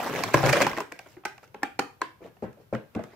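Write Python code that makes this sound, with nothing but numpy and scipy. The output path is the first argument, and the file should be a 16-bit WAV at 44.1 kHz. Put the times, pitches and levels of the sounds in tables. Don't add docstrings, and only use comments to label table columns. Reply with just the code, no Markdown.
import sys
import numpy as np
from scipy import signal
from scipy.fft import rfft, irfft, next_fast_len
from scipy.io import wavfile
from scipy.ndimage import uniform_filter1d, map_coordinates

SR = 44100
rng = np.random.default_rng(int(sys.argv[2]) if len(sys.argv) > 2 else 0)


def log_audio(samples):
    frames = np.atleast_2d(samples).T
    limited = np.clip(frames, -1, 1)
    pcm = np.round(limited * 32767).astype(np.int16)
    wavfile.write(sys.argv[1], SR, pcm)


def makeup_ratio(level_db):
    decades = np.asarray(level_db, float) / 20
    return 10 ** decades


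N = 138915

# (frequency [Hz], level [dB])
HUM_COLOUR = [(15, -18.5), (25, -20), (49, -4.5), (124, 7), (202, -3), (566, -9.5), (9000, -30.5),
              (14700, -23), (16400, -46.5)]
# (frequency [Hz], time to fall 60 dB [s])
ROOM_T60 = [(100, 0.23), (600, 0.31), (3000, 0.31), (14000, 0.29)]
# (frequency [Hz], width [Hz], level [dB])
NOOK_MODES = [(1596, 46, 3), (135, 24, 6)]
# (frequency [Hz], left over right [dB])
LEFT_OVER_RIGHT = [(25, 8), (400, 1.6), (3000, -2.2), (5500, -6), (9000, 3), (15000, 3.2)]
# (frequency [Hz], unlike part [dB])
UNLIKE_PART = [(60, -22.5), (500, -20), (2000, -16), (6000, -7), (15000, -8.5)]
# (middle [s], half length [s], level [dB], bright over dull [dB])
HAND_RUBS = [
    (1.009, 0.16, -66.5, 6.5),
    (1.111, 0.044, -61, 8),
    (1.439, 0.014, -54.5, 5),
    (2.256, 0.03, -54.5, -0.5),
    (2.612, 0.0273, -75, 12),
    (3.1, 0.14, -59.5, 0),
]
# (time [s], scrape level [dB])
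SCRAPE_LEVEL = [(0, -31.5), (0.088, -35.5), (0.189, -30), (.26, -34.5), (0.324, -38.5), (.35, -29.5),
                (0.419, -31.5), (0.461, -27.5), (0.522, -33), (.57, -25.5), (.6, -30.5), (.65, -42.5),
                (.7, -39), (0.755, -44.5), (0.812, -38.5), (.88, -90)]
# (frequency [Hz], level [dB per Hz])
SCRAPE_COLOUR = [(40, -25.5), (300, 2.5), (600, 3), (2500, -7), (3300, -13.5), (7500, -21.5), (9000, -28),
                 (13500, -26)]
# (time [s], peak [dB], ring [Hz])
BOX_KNOCKS = [(0.346, -20.5, 135), (0.383, -30, 128), (.437, -18.5, 130.7), (.46, -23.5, 138.4),
              (0.488, -36, 81), (0.252, -37, 120), (.72, -42.5, 61), (0.612, -28, 135), (1.172, -41, 310),
              (1.503, -58.5, 125), (2.206, -45.5, 500), (2.218, -36.5, 398), (2.247, -37, 501),
              (2.258, -43, 674), (2.424, -25, 434), (2.428, -28, 251), (2.44, -30.5, 206),
              (2.572, -47, 582), (2.6, -46.5, 475), (2.727, -19.5, 533), (2.731, -33, 131),
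              (2.743, -26.5, 516), (2.953, -31.5, 508), (2.961, -21.5, 221), (2.992, -26, 666),
              (3.134, -45, 392)]
# (frequency [Hz], mode strength [dB])
BOX_BODY = [(47, -40), (80, -15), (211, -8.5), (509, -4.5), (1470, -21.5), (2700, -30), (3000, -42),
            (3900, -58.5), (6600, -120)]
# (frequency [Hz], mode strength [dB])
TRAY_BODY = [(88, -45), (190, -14.5), (300, -6.5), (680, -4.5), (824, -10.5), (932, -8.5), (4000, -12),
             (5200, -59.5), (8800, -120)]
# (frequency [Hz], level [dB per Hz])
CRACK_COLOUR = [(1500, -3.5), (2500, 3), (3200, -16.5), (4400, -10), (7500, -13.5), (9500, -24),
                (13000, -20), (16400, -30.5)]
# (time [s], peak [dB], ring [Hz], crack over ring [dB], buckling time [ms])
RUSH_SNAPS = [(0.091, -27.5, 1010, -18.5, 2.7), (.129, -24.5, 1070, -14.5, 0.83),
              (0.237, -16.5, 1052, -6.5, 2.9), (0.285, -28, 1500, -13, 4.1), (0.337, -23, 2120, -7.5, 6.7),
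              (0.43, -14, 757, -25, 2.3), (0.444, -14.5, 525, -29.5, 3.83), (0.462, -15, 493, -11.5, 4.3),
              (0.48, -17.5, 810, -18, 6.5), (.487, -13.5, 855, -17, 3.6), (0.492, -12, 1815, -11, 6.8),
              (.508, -24.5, 770, -12.5, 3.6), (0.528, -16, 2290, -6.5, 2.24), (0.53, -9, 1780, -13, 7),
              (.547, -25, 800, -20, 2.8), (0.557, -16, 1330, -24, 4), (.568, -10.5, 570, -29, 4.54),
              (0.578, -15.5, 590, -24, 3), (.588, -19, 1200, -23, 4.4), (0.603, -8.5, 1040, -21.5, 4.6),
              (0.612, -7, 556, -18, 3), (0.619, -11, 1653, -8.5, 6), (0.634, -22.5, 2400, -24, 3.6),
              (0.646, -16.5, 2500, -24.5, 3.3), (0.656, -21.5, 2370, -21, 4), (0.667, -10, 882, -16, 4),
              (.677, -24.5, 1000, -13.5, 2.6), (0.703, -35.5, 810, -15, 0.68),
              (0.714, -23.5, 2070, -19.5, 1.93), (0.732, -23, 1076, -17.5, 2.5),
              (0.768, -26.5, 1930, -14, 1.3), (0.775, -20.5, 329, -13.5, 1.66),
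              (0.783, -17, 1070, -20, 2.8), (0.804, -19.5, 997, -14, 2.86)]
# (time [s], peak [dB], ring [Hz], crack over ring [dB])
SETTLING_SNAPS = [(0.922, -31.5, 296, -3.5), (0.992, -30.5, 783, -6.5), (1.061, -40, 530, -30),
                  (1.107, -63, 885, -20), (1.167, -40.5, 352, -36), (1.38, -39.5, 797, -15),
                  (1.43, -42, 490, -17), (1.477, -52, 358, -8), (1.545, -30, 836, -21),
                  (2.368, -46.5, 718, -29), (2.53, -63.5, 470, 1), (2.749, -23.5, 1640, -19),
                  (2.736, -29, 2300, -22), (2.95, -31.5, 323, -14), (3.038, -34.5, 444, -13)]
# (time [s], peak [dB], ring [Hz], crack over ring [dB])
CREAKS = [
    (.918, -31.5, 1043, -27),
    (1.236, -42, 780, -31),
    (1.621, -37.5, 756, -32.5),
    (2.009, -38.5, 560, -35),
]
# (time [s], peak [dB], crack over ring [dB])
PANEL_POPS = [
    (.342, -3, -18),
    (.345, -3.5, -32),
    (.437, -8.5, -36),
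    (1.253, -17, -12.5),
    (1.632, -11, -19),
    (1.792, -9.5, -16.5),
    (2.017, -11, -19),
]
# (frequency [Hz], level [dB])
PANEL_RINGS = [
    [(390, 7), (554, 8), (1015, -0.5), (1700, 3.5)],
    [(320, 6), (560, 9), (1040, 4.5)],
    [(530, 13.5), (750, 3.5), (1340, 3)],
    [(560, -3.5), (834, 4.5), (1520, 0), (2300, 1.5), (4570, -3), (5400, -6)],
    [(290, 4.5), (813, 8.5), (1760, 9.5), (2080, 2), (2390, 2), (4250, 7)],
    [(275, -1.5), (813, 7), (1400, -2.5), (2070, 2), (2430, -9), (4250, 16), (5300, -11)],
    [(330, -4), (1030, 8.5), (1580, 3.5), (1940, -1.5), (2610, -4), (3310, -4), (4300, 12.5)],
]

SLIPS, SLIP_FADE_DB, RING_LAG_S = 9, 10, .001
MODES_PER_BLOW, LEAD_T60_S = 36, 0.048
TRAY_T60_S, BOX_T60_S = .03, .045
PANEL_BUCKLE_S, SMALL_BUCKLE_S = 0.0035, .002
CRACK_LASTS = 1.89
KNOCK_S, CRISP_KNOCK_S, CRISP_AFTER_S = 0.01291, 0.0051, 2.9
KNOCK_SOFT_S, BOOM_BELOW_HZ = 0.00062, 160
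GRAINS_PER_S, GRAIN_SPREAD_DB, GRIT_DB, PATCHY_DB = 700, 4, -1, 4
BOOM_HZ, BOOM_WIDTH_HZ, BOOM_GAIN = 135, 52, 0.99
SCATTER_ABOVE_HZ, SCATTER_DB = 1320, 3
ROOM_DB, ROOM_DELAY_S, HUM_DB = -6.5, .005, -62
TOP_HZ, CEILING, KNEE = 15900, .8, 4


def unit(x):
    return x / np.sqrt(np.mean(x ** 2) + 1e-20)


def along(points, hz):
    f, v = np.transpose(points)
    return np.interp(np.log(hz + 1), np.log(f + 1), v)


def filtered(x, response):
    m = next_fast_len(x.shape[-1] + 8192)
    gain = response(np.fft.rfftfreq(m, 1 / SR))
    return irfft(rfft(x, m) * gain, m)[..., :x.shape[-1]]


def wobble(rate):
    knots = rng.standard_normal(int(N * rate / SR) + 4)
    return map_coordinates(knots, [np.arange(N) * rate / SR])


def resonances(f, modes):
    total = 0
    for k, (hz, width, db) in enumerate(modes):
        drag = 1j * f * width
        total = total + (-1) ** k * makeup_ratio(db) * drag / (hz * hz - f * f + drag)
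    return total


def mode_width(hz, t60, power):
    return np.log(1000) / np.pi / t60 * (hz / 500) ** power


def scattered(x, size):
    z = signal.stft(x, nperseg=size)[2]
    turned = z * np.exp(2j * np.pi * rng.random(z.shape))
    return signal.istft(turned, nperseg=size)[1][:N]


def hum():
    noise = rng.standard_normal((2, N))
    middle, side = filtered(noise, lambda f: makeup_ratio(along(HUM_COLOUR, f)) * (f < 16500))
    side = filtered(side, lambda f: makeup_ratio(along([(100, -9.0), (1000, 2.5), (5000, 0.0)], f)))
    level = makeup_ratio(HUM_DB + 0.5 * wobble(6.02))
    return level * unit(np.array([middle + side, middle - side]))


def room(x):
    out, step = np.zeros((2, N + SR)), SR // 6
    for start in range(0, N, step):
        hz, t, z = signal.stft(rng.standard_normal((2, SR // 2)), SR, nperseg=256)
        alike = np.clip(along([(100, 0.78), (700, 0.39), (3000, 0.097)], hz), 0, 1)[:, None]
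        z[1] = alike * z[0] + np.sqrt(1 - alike ** 2) * z[1]
        fade = makeup_ratio(-60 * t / along(ROOM_T60, hz)[:, None])
        tail = signal.istft(z * fade, SR, nperseg=256)[1]
        tail = tail / np.linalg.norm(tail[0])
        wet = signal.fftconvolve(x[None, start:start + step], tail, axes=1)
        out[:, start + round(ROOM_DELAY_S * SR):][:, :wet.shape[1]] += wet
    return filtered(out[:, :N], lambda f: 1 + abs(resonances(f, NOOK_MODES)))


def ports(x):
    unlike = filtered(3.2 * scattered(x, size=128), lambda f: makeup_ratio(along(UNLIKE_PART, f)))
    return x + np.array([unlike, -unlike])


def rubbing():
    hit, size, sign = rng.random((3, N))
    grain_size = makeup_ratio(-GRAIN_SPREAD_DB * np.log(size + 1e-2))
    grains = unit((hit < GRAINS_PER_S / SR) * grain_size * np.sign(sign - .5))
    z = signal.stft(makeup_ratio(GRIT_DB) * grains + rng.standard_normal(N), nperseg=256)[2]
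    patches = uniform_filter1d(rng.standard_normal(z.shape), 3, 0)
    patches = uniform_filter1d(patches, 7, 1)
    return signal.istft(z * makeup_ratio(PATCHY_DB * unit(patches)), nperseg=256)[1][:N]


def scrape_colour(f):
    return makeup_ratio(along(SCRAPE_COLOUR, f)) * (f < 15700) * (f > 40)


def hand_rubs():
    t = np.arange(N) / SR
    skin = unit(filtered(rubbing(), lambda f: scrape_colour(f) * (f > 300)))
    dull = filtered(skin, lambda f: 1 / (1 + (f / 3000) ** 4))
    out = np.zeros(N)
    for middle, half, db, bright_db in HAND_RUBS:
        swell = np.exp(-((t - middle) / half) ** 2)
        out += makeup_ratio(db) * swell * (dull + makeup_ratio(bright_db) * (skin - dull))
    return out


def slide():
    boom = [(BOOM_HZ, BOOM_WIDTH_HZ, 0)]
    drag = filtered(rubbing(), lambda f: scrape_colour(f) * (1 + BOOM_GAIN * resonances(f, boom)))
    s, db = np.transpose(SCRAPE_LEVEL)
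    level_db = np.interp(np.arange(N) / SR, s, db, right=-120)
    return makeup_ratio(level_db + wobble(22.0)) * unit(drag)


def slip_pushes(t, length_s, soft_s):
    when, size = rng.random((2, SLIPS))
    when[0] = 0
    pushes = []
    for k, (w, s) in enumerate(zip(when, size)):
        middle = RING_LAG_S + soft_s + w * length_s
        bump = np.exp(-.5 * ((t - middle) / (soft_s / 3)) ** 2)
        pushes.append((-1) ** k * makeup_ratio(-SLIP_FADE_DB * (w + s)) * bump)
    return pushes


def crack_noise(t, length_s):
    flutter = makeup_ratio(2.7 * rng.standard_normal(len(t) // 40 + 1).repeat(40)[:len(t)])
    fade = np.clip(t / 0.00058, 0, 1) * np.exp(-(t / (CRACK_LASTS * length_s)) ** 2)
    burst = rng.standard_normal(len(t)) * fade * flutter
    return filtered(burst, lambda f: makeup_ratio(along(CRACK_COLOUR, f)) * (f > 1500) * (f < 16500))


def blow(body, notes, t60, crack_db, length_s, soft_s):
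    t = np.arange(SR // 8) / SR
    pushes = slip_pushes(t, length_s, soft_s)
    first = pushes[0] / pushes[0].max()
    place, chance = rng.random(MODES_PER_BLOW), rng.standard_normal(MODES_PER_BLOW)
    low, high = body[1][0], body[-1][0]
    mode_hz = low * (high / low) ** ((np.arange(MODES_PER_BLOW) + place) / MODES_PER_BLOW)
    modes = [(hz, mode_width(hz, t60, .5), along(body, hz) + 2.1 * luck) for hz, luck in zip(mode_hz, chance)]
    leads = [(hz, mode_width(hz, LEAD_T60_S, 0.49), db) for hz, db in notes]
    ring = filtered(sum(pushes), lambda f: resonances(f, modes))
    ring = ring + filtered(first, lambda f: resonances(f, leads))
    crack = crack_noise(t, length_s)
    return ring / abs(ring).max() + makeup_ratio(crack_db) * crack / abs(crack).max()


def knocks():
    out = np.zeros(N + SR)
    for s, db, hz in BOX_KNOCKS:
        notes = [(hz, 9 if hz < BOOM_BELOW_HZ else 1.5)]
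        length_s = KNOCK_S if s < CRISP_AFTER_S else CRISP_KNOCK_S
        thud = blow(BOX_BODY, notes, BOX_T60_S, -25.5, length_s, KNOCK_SOFT_S)
        out[round((s - RING_LAG_S) * SR):][:len(thud)] += makeup_ratio(db) * thud
    return out[:N]


def snaps():
    rows = [(s, db, [(hz, 3)], crack_db, ms / 1000) for s, db, hz, crack_db, ms in RUSH_SNAPS]
    for s, db, hz, crack_db in SETTLING_SNAPS + CREAKS:
        rows.append((s, db, [(hz, -1.5)], crack_db, SMALL_BUCKLE_S))
    for (s, db, crack_db), notes in zip(PANEL_POPS, PANEL_RINGS):
        rows.append((s, db, notes, crack_db, PANEL_BUCKLE_S))
    out = np.zeros(N + SR)
    for s, db, notes, crack_db, length_s in rows:
        pop = blow(TRAY_BODY, notes, TRAY_T60_S, crack_db + 9.5, length_s, soft_s=0.00029)
        out[round((s - RING_LAG_S) * SR):][:len(pop)] += makeup_ratio(db - 2) * pop
    return out[:N]


def scene():
    near = snaps() + knocks() + slide() + hand_rubs()
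    plain = lambda f: 1 / (1 + (f / SCATTER_ABOVE_HZ) ** 2)
    rough = makeup_ratio(SCATTER_DB) * scattered(near, size=64)
    sent = filtered(near, plain) + filtered(rough, lambda f: 1 - plain(f))
    return ports(near) + makeup_ratio(ROOM_DB) * room(sent) + hum()


def low_pass(x):
    return signal.sosfilt(signal.butter(12, 16500, fs=SR, output="sos"), x)


def record(dry):
    sides = np.array([[.5], [-.5]])
    x = filtered(dry, lambda f: makeup_ratio(sides * along(LEFT_OVER_RIGHT, f)) * (f < TOP_HZ))
    x = x / (1 + abs(x / CEILING) ** KNEE) ** (1 / KNEE)
    return low_pass(x)


dry = scene()
out = record(dry)
log_audio(out)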